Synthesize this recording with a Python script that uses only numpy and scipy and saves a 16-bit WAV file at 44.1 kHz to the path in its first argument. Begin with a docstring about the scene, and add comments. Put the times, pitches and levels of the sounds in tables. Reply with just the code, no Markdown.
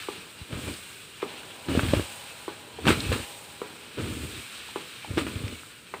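"""Wet charcoal simmers in an earth pit outdoors, over a faint breeze. A scoop plunges into a bucket
with a hollow plunk of trapped air, and the water sloshes and drips. The flung water lands on the coals
as thudding lumps and a patter of spray, then boils off in a surge of hiss. A coal spits, and steam hums
softly through the heap for a few seconds. Scoop and throw come five times, the coals sizzling on
in between, and the scoop dips once more at the very end."""
import sys
import numpy as np
from scipy import signal
from scipy.fft import rfft, irfft
from scipy.io import wavfile
from scipy.ndimage import uniform_filter1d

SR = 44100
rng = np.random.default_rng(int(sys.argv[2]) if len(sys.argv) > 2 else 0)


def master_out(mix):
    """Clip the mix to full scale and print it as 16-bit PCM to the path in sys.argv[1]."""
    frames = np.transpose(np.atleast_2d(mix))
    ceiling = np.clip(frames, -1, 1)
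    pcm = np.round(ceiling * 32767).astype(np.int16)
    wavfile.write(sys.argv[1], SR, pcm)


N = 264600
TIME = np.arange(N) / SR


def from_db(db):
    """Decibels to gain."""
    return 10 ** (np.asarray(db) / 20)


def rms_one(x):
    """Scale to unit rms."""
    return x / np.sqrt(np.mean(x ** 2) + 1e-20)


def levels(rows):
    """Gain curves from the dB columns of a table, silent outside it."""
    times, *columns = np.transpose(rows)
    return [from_db(np.interp(TIME, times, db, left=-120, right=-120)) for db in columns]


def add(out, at_s, sound):
    """Mix a short sound in at a given time."""
    start = max(0, round(at_s * SR))
    out[start:start + len(sound)] += sound[:max(0, N - start)]


def colour(x, points):
    """Minimum-phase EQ through the given points, with unit power gain."""
    size = 8192
    hz, db = np.transpose(points)
    grid_hz = np.maximum(np.arange(size // 2 + 1) * SR / size, 1)
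    gains = rms_one(from_db(np.interp(np.log(grid_hz), np.log(hz), db)))
    cepstrum = irfft(np.log(gains))
    cepstrum[1:size // 2] *= 2
    cepstrum[size // 2 + 1:] = 0
    return signal.fftconvolve(x, irfft(np.exp(rfft(cepstrum))))[:N]


def band(x, hz, width_hz):
    """One resonance; rms 1."""
    radius, angle = np.exp(-np.pi * width_hz / SR), 2 * np.pi * hz / SR
    return rms_one(signal.lfilter([1, 0, -1], [1, -2 * radius * np.cos(angle), radius ** 2], x))


def drift(rate_hz):
    """Smooth random modulation; rms 1."""
    hop, warm_up = 40, 2000
    pole = np.exp(-2 * np.pi * rate_hz * hop / SR)
    noise = rng.standard_normal(N // hop + warm_up + 2)
    slow = signal.lfilter([1], [1, -2 * pole, pole ** 2], noise)[warm_up:]
    return np.interp(np.arange(N) / hop, np.arange(len(slow)), rms_one(slow))


def grains(per_s, spread_db):
    """Random clicks of uneven size and sign; rms 1."""
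    sizes = from_db(spread_db * np.minimum(rng.exponential(1, N), 4))
    return rms_one((rng.random(N) < per_s / SR) * sizes * rng.choice([-1, 1], N))


def fade(t60):
    """An exponential decay, a quarter of a second long."""
    return np.exp(-np.log(1000) * TIME[:SR // 4] / t60)


def ring(hz, t60):
    """A struck mode: one decaying sine."""
    decay = fade(t60)
    return decay * np.sin(2 * np.pi * hz * TIME[:len(decay)])


def soften(sound, swell_s):
    """Round off the attack of a short sound."""
    return sound * (1 - np.exp(-TIME[:len(sound)] / swell_s))


def saturate(gain, ceiling_db):
    """A level that rises freely at first and then flattens out."""
    return from_db(ceiling_db) * np.tanh(gain / from_db(ceiling_db))


# Soft rumble of moving air: freq_hz, gain_db
BREEZE_EQ = [(25, -37), (55, -7.5), (100, 1.5), (170, -3), (280, -3.5), (450, -4), (750, -23.5),
             (1400, -9.5), (4000, -35.5)]

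def breeze(level_db=-55, waver_db=0.3):
    """A faint, almost steady bed of outdoor air."""
    return from_db(level_db + waver_db * drift(rate_hz=2.2)) * colour(rng.standard_normal(N), BREEZE_EQ)


# Wet coals simmering between throws: time_s, hiss_db, fizz_db
SIMMER = [(0, -39.5, -47.5), (0.28, -48, -53), (1.1, -48.5, -55), (1.3, -45, -52), (2.4, -45.5, -52),
          (2.72, -49, -55), (3.88, -47.5, -54.5), (4.2, -43.5, -47.5), (4.8, -42, -50.5), (5.4, -48, -54),
          (5.82, -50.5, -58.5), (6, -49, -55)]

def steam(flash_hiss_db=-12, flash_fizz_db=-17):
    """Hiss and fizz envelopes: the simmer, fresh water boiling off and steam flashes add in power."""
    _, _, hiss_flow, fizz_flow = flows()
    hiss_simmer, fizz_simmer = levels(SIMMER)
    flashes = aftermath(t60=0.19, swell_s=0.0098)   # part of each big lump turns to steam at once
    hiss = [hiss_simmer, boil(hiss_flow, lasts_s=0.052), from_db(flash_hiss_db) * flashes]
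    fizz = [fizz_simmer, boil(fizz_flow, lasts_s=0.14), from_db(flash_fizz_db) * flashes]
    return np.linalg.norm(hiss, axis=0), np.linalg.norm(fizz, axis=0)


# The steam's midrange hiss and airy fizz, coloured by the microphone's peak at 8.3 kHz
# and dip at 6.3 kHz: freq_hz, gain_db
HISS_EQ = [(80, -32), (400, -12.5), (850, -14), (1250, -3), (1650, -1.5), (1950, -5.5), (2400, 1.5),
           (3000, 0.5), (3500, -1.5), (4000, -1.5), (4900, -10.5), (6200, -18), (9000, -45)]
FIZZ_AND_MIC_EQ = [(4000, -9), (6300, -13.5), (7100, -8), (7700, -7), (8300, 0), (8700, -4.5), (9200, -6),
                   (9800, -12), (11000, -14.5), (12400, -16), (13500, -14), (14400, -16), (15500, -10.5)]

def sizzle(hiss_db=-1.44, fizz_db=2.5, jets_db=-9.5):
    """Thousands of tiny steam bursts a second merge into a sputtering hiss."""
    hiss_level, fizz_level = steam()
    hiss_level = saturate(hiss_level, ceiling_db=-31)   # the coals can boil only so much
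    surge = drift(rate_hz=10)   # both layers surge together, and each also sputters on its own
    hiss_level *= from_db(hiss_db + 0.172 * surge + 1.082 * drift(rate_hz=8.4))
    fizz_level *= from_db(fizz_db + 0.205 * surge + 0.66 * drift(rate_hz=33))
    hiss = colour(hiss_level * grains(per_s=12000, spread_db=2.0), HISS_EQ)
    fizz = colour(fizz_level * grains(per_s=16000, spread_db=2.5), FIZZ_AND_MIC_EQ)
    return hiss + fizz + from_db(jets_db) * hiss_level * jets()


def jets(count=70, length_s=0.16, width_hz=70, low_hz=2250, high_hz=4200):
    """Steam squeezes through pores in the charcoal: brief, rough whistles at random pitches; rms 1."""
    out, swell = np.zeros(N), np.hanning(int(length_s * SR))
    for when, height in rng.random((count, 2)):
        hz = low_hz * (high_hz / low_hz) ** height
        whistle = band(rng.standard_normal(SR // 2), hz, width_hz)[:len(swell)]
        add(out, when * N / SR, low_hz / hz * swell * whistle)
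    return rms_one(out)


# Plunges into the bucket:
# start_s, pocket_db, rim_db, pitch_ratio, tick_db, tick_lead_s, slosh_db, slosh_t60_s
SCOOPS = [(0.086, -21.5, -28.5, 0.96, -37, 0.001, -52, 5.9),
          (1.228, -17.5, -27, 0.99, -30.5, 0.0092, -47.5, 2.4),
          (2.48, -22, -29, 0.93, -38, 0.00077, -52.5, 11),
          (3.617, -23, -32.5, 1.09, -41, 0.003, -52.5, 1.6),
          (4.7592, -22, -27, 0.944, -35, 0.002, -44, 0.38),
          (5.939, -29.5, -27, 1.0, -37, 0.0011, -48, 0.41)]
# Ring of the trapped air and of the scoop's wall: pitch_hz, level_db, t60_s
POCKET_MODES = [(391.6, 4, 0.034), (421, 4, 0.025)]
RIM_MODES = [(906, -12.5, 0.19), (1070, 7, 0.015), (1215, -6, 0.07)]
# Bright tone of fine droplets, in the bucket and on the coals: freq_hz, gain_db
SPRAY_EQ = [(100, -66), (400, -0.5), (750, 0), (1250, 6.5), (1600, 4.5), (1950, 1), (2400, 5.5),
            (3100, 1.5), (4200, -4.5), (6200, -20), (8300, -18), (11000, -32), (15000, -52)]

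def scoops(pocket_trim_db=-2, rim_trim_db=-3):
    """The scoop breaks the surface with a tick, knocks on the water and traps air that rings low."""
    plunks, ticks = np.zeros(N), np.zeros(N)
    for start_s, pocket_db, rim_db, ratio, tick_db, tick_lead_s, _, _ in SCOOPS:
        pocket = sum(from_db(db) * ring(hz * ratio, t60) for hz, db, t60 in POCKET_MODES)
        rim = sum(from_db(db) * ring(hz * ratio, t60) for hz, db, t60 in RIM_MODES)
        add(plunks, start_s, from_db(pocket_db + pocket_trim_db) * soften(pocket, swell_s=0.0026))
        add(plunks, start_s, -from_db(rim_db + rim_trim_db) * rim)
        add(ticks, start_s - tick_lead_s, from_db(tick_db) * soften(fade(t60=0.077), swell_s=0.0019))
    return plunks + colour(ticks * grains(per_s=6000, spread_db=2.0), SPRAY_EQ)


# Hollow tone of water moving in the bucket: freq_hz, gain_db
SLOSH_EQ = [(50, -51), (170, -3), (420, 0.5), (680, -8.5), (950, -3.5), (1200, -10), (2000, -16),
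            (5000, -37)]

def slosh(trim_db=-1, churn_db=-44, churn_t60=0.32):
    """Each scoop churns the water briefly; then it laps in the bucket as it settles."""
    stirred = np.zeros(N)
    for start_s, *_, lap_db, lap_t60 in SCOOPS:
        age_s = np.maximum(TIME - start_s, 0)
        lapping = from_db(lap_db - 60 * age_s / lap_t60)
        churning = from_db(churn_db - 60 * age_s / churn_t60)
        stirred += (TIME > start_s) * np.hypot(lapping, churning)
    return from_db(trim_db) * colour(stirred * grains(per_s=600, spread_db=2.5), SLOSH_EQ)


def foliage(x, t60, wet_db, band_hz=(200, 2500), predelay_s=0.005):
    """Ground, trunks and leaves add a short scatter of dull echoes to the dry sound."""
    decay = fade(t60)
    echoes = decay * grains(per_s=900, spread_db=0.5)[:len(decay)] * (TIME[:len(decay)] > predelay_s)
    dulling = signal.butter(1, band_hz, "band", fs=SR, output="sos")
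    echoes = signal.sosfilt(dulling, echoes / np.linalg.norm(echoes))
    return x + from_db(wet_db) * signal.fftconvolve(x, echoes)[:N]


# Single drips and gurgles from scoop and bucket: start_s, level_db, pitch_hz
DRIPS = [(0.179, -39, 188), (1.433, -33, 1480), (2.787, -31, 770), (2.789, -26.5, 440), (4.689, -34, 916),
         (5.047, -27.5, 860), (5.634, -34, 1360), (5.941, -24.5, 2030)]

def drips(cycles=16):
    """Each drip traps one short-lived bubble; big, low bubbles ring longer."""
    out = np.zeros(N)
    for start_s, level_db, hz in DRIPS:
        add(out, start_s, from_db(level_db) * ring(hz, t60=cycles / hz))
    return out


# The biggest lumps of water landing: start_s, thud_db, pitch_hz, thud_t60_s, spray_db
SLAPS = [(0.414, -25.5, 84, .035, -52), (0.527, -19.5, 109, .03, -31), (0.551, -22, 94, 0.051, -57),
         (0.678, -22, 270, 0.013, -30), (1.686, -16, 223, .022, -26.5), (1.751, -11.5, 390, 0.014, -28),
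         (1.774, -9.5, 250, 0.039, -29), (1.794, -11.5, 1380, 0.0078, -24.5), (1.832, -8.5, 99, 0.021, -28),
         (1.885, -16, 110, 0.042, -27), (1.908, -21, 150, .02, -31), (1.935, -2.5, 310, 0.014, -27.5),
         (1.937, -8, 543, 0.017, -26), (1.965, -16, 97, 0.1, -33), (1.996, -13.5, 330, 0.015, -34),
         (2.854, -26, 300, .01, -21.5), (2.868, -6, 220, 0.013, -16.5), (2.876, -8.5, 408, 0.0099, -16.5),
         (2.881, -8.5, 207, 0.015, -14), (2.891, -6, 280, 0.016, -22), (2.904, -10, 377, 0.032, -17),
         (2.912, -7.5, 128, 0.016, -41), (2.972, -20, 133, 0.027, -39), (3.091, -13, 79.6, .068, -32),
         (3.118, -16, 495, .026, -21), (3.127, -16.5, 108, 0.04, -22.5), (3.985, -27, 453, 0.043, -30),
         (4.001, -22, 270, .024, -33), (5.103, -22, 113, 0.035, -46), (5.1728, -14.5, 315, 0.021, -22),
         (5.179, -13, 350, 0.032, -20), (5.267, -17.5, 357, 0.0053, -26.5), (5.357, -19, 102, 0.053, -35),
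         (5.438, -22, 98, 0.12, -40)]

def slaps(scatter_db=-9, thud_trim_db=1, droplets_db=-4, tinkle_db=-11):
    """A big lump stops dead on the earth with a damped thud, bursts and scatters tinkling droplets."""
    thuds, bursts = np.zeros(N), np.zeros(N)
    crack_and_scatter = fade(t60=0.01) + from_db(scatter_db) * fade(t60=0.16)
    for start_s, thud_db, hz, t60, spray_db in SLAPS:
        add(thuds, start_s, from_db(thud_db) * ring(hz, t60))
        add(bursts, start_s, from_db(spray_db) * crack_and_scatter)
    droplets = colour(bursts * grains(per_s=8000, spread_db=2.0), SPRAY_EQ)
    tinkle = uniform_filter1d(bursts, size=64) * bubbles(2400, cycles=110, low_hz=1120, high_hz=3260)
    return from_db(thud_trim_db) * thuds + from_db(droplets_db) * droplets + from_db(tinkle_db) * tinkle


def bubbles(count, cycles, low_hz, high_hz, spread_db=2.5, tilt=1):
    """Pockets of trapped air ring briefly, each at its own pitch, the small high ones weaker; rms 1."""
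    out = np.zeros(N)
    for when, height, strength in rng.random((count, 3)):
        hz = low_hz * (high_hz / low_hz) ** height
        t = TIME[:int(SR * cycles / hz) + 2]
        tone = from_db(-60 * t * hz / cycles) * np.sin(2 * np.pi * hz * t)
        gain = from_db(spread_db * (2 * strength - 1)) * (low_hz / hz) ** tilt
        add(out, when * N / SR, gain * tone)
    bandpass = signal.butter(4, [0.894 * low_hz, 1.155 * high_hz], "band", fs=SR, output="sos")
    return rms_one(signal.sosfilt(bandpass, out))


def aftermath(t60, swell_s):
    """Envelope of what each big lump sets off: a quick swell and a decay, as strong as its spray."""
    power = np.zeros(N)
    for start_s, *_, spray_db in SLAPS:
        add(power, start_s, (from_db(spray_db) * soften(fade(t60), swell_s)) ** 2)
    return np.sqrt(power)


# Throws landing on the coals:
# start_s, length_s, attack_s, thinning_db_per_s, drum_db, plop_db, hiss_db, fizz_db
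THROWS = [(0.51, 0.2, 0.027, -4, -36.5, -40.5, -42.5, -46),
          (1.684, 0.31, 0.02, 7.5, -28.5, -31.5, -37, -42), (2.858, 0.34, 0.1, 15, -29, -38.5, -35.5, -41),
          (3.987, 0.402, 0.03, 44, -28, -33, -43.5, -46.5), (5.099, 0.43, 0.042, 5.5, -36, -40, -44.5, -50)]

def flows(run_out_db_per_s=347):
    """Drum, plop, hiss and fizz envelopes: each throw swells, thins or builds a little, and runs out."""
    envelopes = np.zeros((4, N))
    for start_s, length_s, attack_s, thinning_db_per_s, *layers_db in THROWS:
        age_s = TIME - start_s
        swell_db = 20 * np.minimum(age_s, 0) / attack_s
        thinning_db = thinning_db_per_s * np.clip(age_s, 0, length_s)
        run_out_db = run_out_db_per_s * np.maximum(age_s - length_s, 0)
        flow = from_db(np.maximum(swell_db - thinning_db - run_out_db, -120))
        envelopes += from_db(layers_db)[:, None] * flow
    return envelopes


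# Dull body of small lumps drumming down: freq_hz, gain_db
DRUM_EQ = [(25, -10), (50, -5), (80, 6.5), (115, 0.5), (165, -6), (240, -1.5), (450, -13.5), (590, -20.5),
           (720, -29.5), (1500, -25), (4000, -62)]

def shower(drum_db=-2, plop_db=-2, patter_db=-11, clump_db=1.3, rebound_db=-3):
    """The rest of each throw rains down in clumps: small lumps drum and plop, finer drops patter."""
    lumps, puddles, _, _ = flows() * from_db(clump_db * drift(rate_hz=23.5))
    rebound = from_db(rebound_db) * aftermath(t60=0.18, swell_s=0.005)   # splashed-up water falls back
    puddles = saturate(np.hypot(puddles, rebound), ceiling_db=-29)
    drum = colour(lumps * grains(per_s=450, spread_db=1.5), DRUM_EQ)
    plops = puddles * bubbles(1500, cycles=11.3, low_hz=225, high_hz=612, tilt=0.4)
    patter = colour(puddles * grains(per_s=700, spread_db=3.5), SPRAY_EQ)
    return from_db(drum_db) * drum + from_db(plop_db) * plops + from_db(patter_db) * patter


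def boil(flow, lasts_s):
    """Water gathers on the coals while it falls and boils away exponentially."""
    pole = np.exp(-1 / (lasts_s * SR))
    return np.sqrt(signal.lfilter([1 - pole], [1, -pole], flow ** 2))


# Coals spitting as they crack: start_s, level_db, centre_hz
SPITS = [(0.739, -34, 4200), (1.865, -33.5, 2800), (3.004, -23.5, 4020), (4.305, -36, 8300),
         (5.480, -30, 2360)]

def spits(t60=0.016, width_hz=1800):
    """A quenched coal splits and lets out a short, bright puff."""
    out, decay = np.zeros(N), fade(t60)
    for start_s, level_db, hz in SPITS:
        puff = band(band(rng.standard_normal(len(decay)), hz, width_hz), hz, width_hz)
        add(out, start_s, from_db(level_db) * decay * puff)
    return out


# Rise and fall of the hollow steam hum: time_s, level_db
VENT_LEVEL = [(1.2, -56), (2.1, -52.5), (2.7, -59.5), (3.2, -53.5), (3.55, -57.5), (4.2, -77)]
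# Resonant gaps in the wet heap: centre_hz, width_hz, level_db
VENT_MODES = [(818, 37, -2.5), (973, 93, -3), (550, 220, -1.5)]

def vent(trim_db=3):
    """Steam blowing through gaps between the coals sounds three soft, low resonances."""
    hum = np.zeros(N)
    for hz, width_hz, level_db in VENT_MODES:
        breath = band(rng.standard_normal(N), hz, width_hz)
        hum += from_db(level_db) * band(breath, hz, 2 * width_hz)
    return from_db(trim_db) * levels(VENT_LEVEL)[0] * rms_one(hum)


def scene():
    """Bucket, splashes and steam over a faint breeze, in mono."""
    air = breeze()
    bucket = foliage(scoops() + slosh() + drips(), t60=0.16, wet_db=-6.5)
    splashes = foliage(slaps() + shower(), t60=0.14, wet_db=-14.5)
    return (air + sizzle() + bucket + splashes + spits() + vent())[None, :]


def record(dry, low_cut_hz=56, high_cut_hz=15550):
    """The microphone drops the deep bass; the very top is cut steeply."""
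    low_cut = signal.butter(4, low_cut_hz, "high", fs=SR, output="sos")
    high_cut = signal.ellip(16, 0.1, 80, high_cut_hz, fs=SR, output="sos")
    return signal.sosfilt(high_cut, signal.sosfilt(low_cut, dry))


dry = scene()
out = record(dry)
master_out(out)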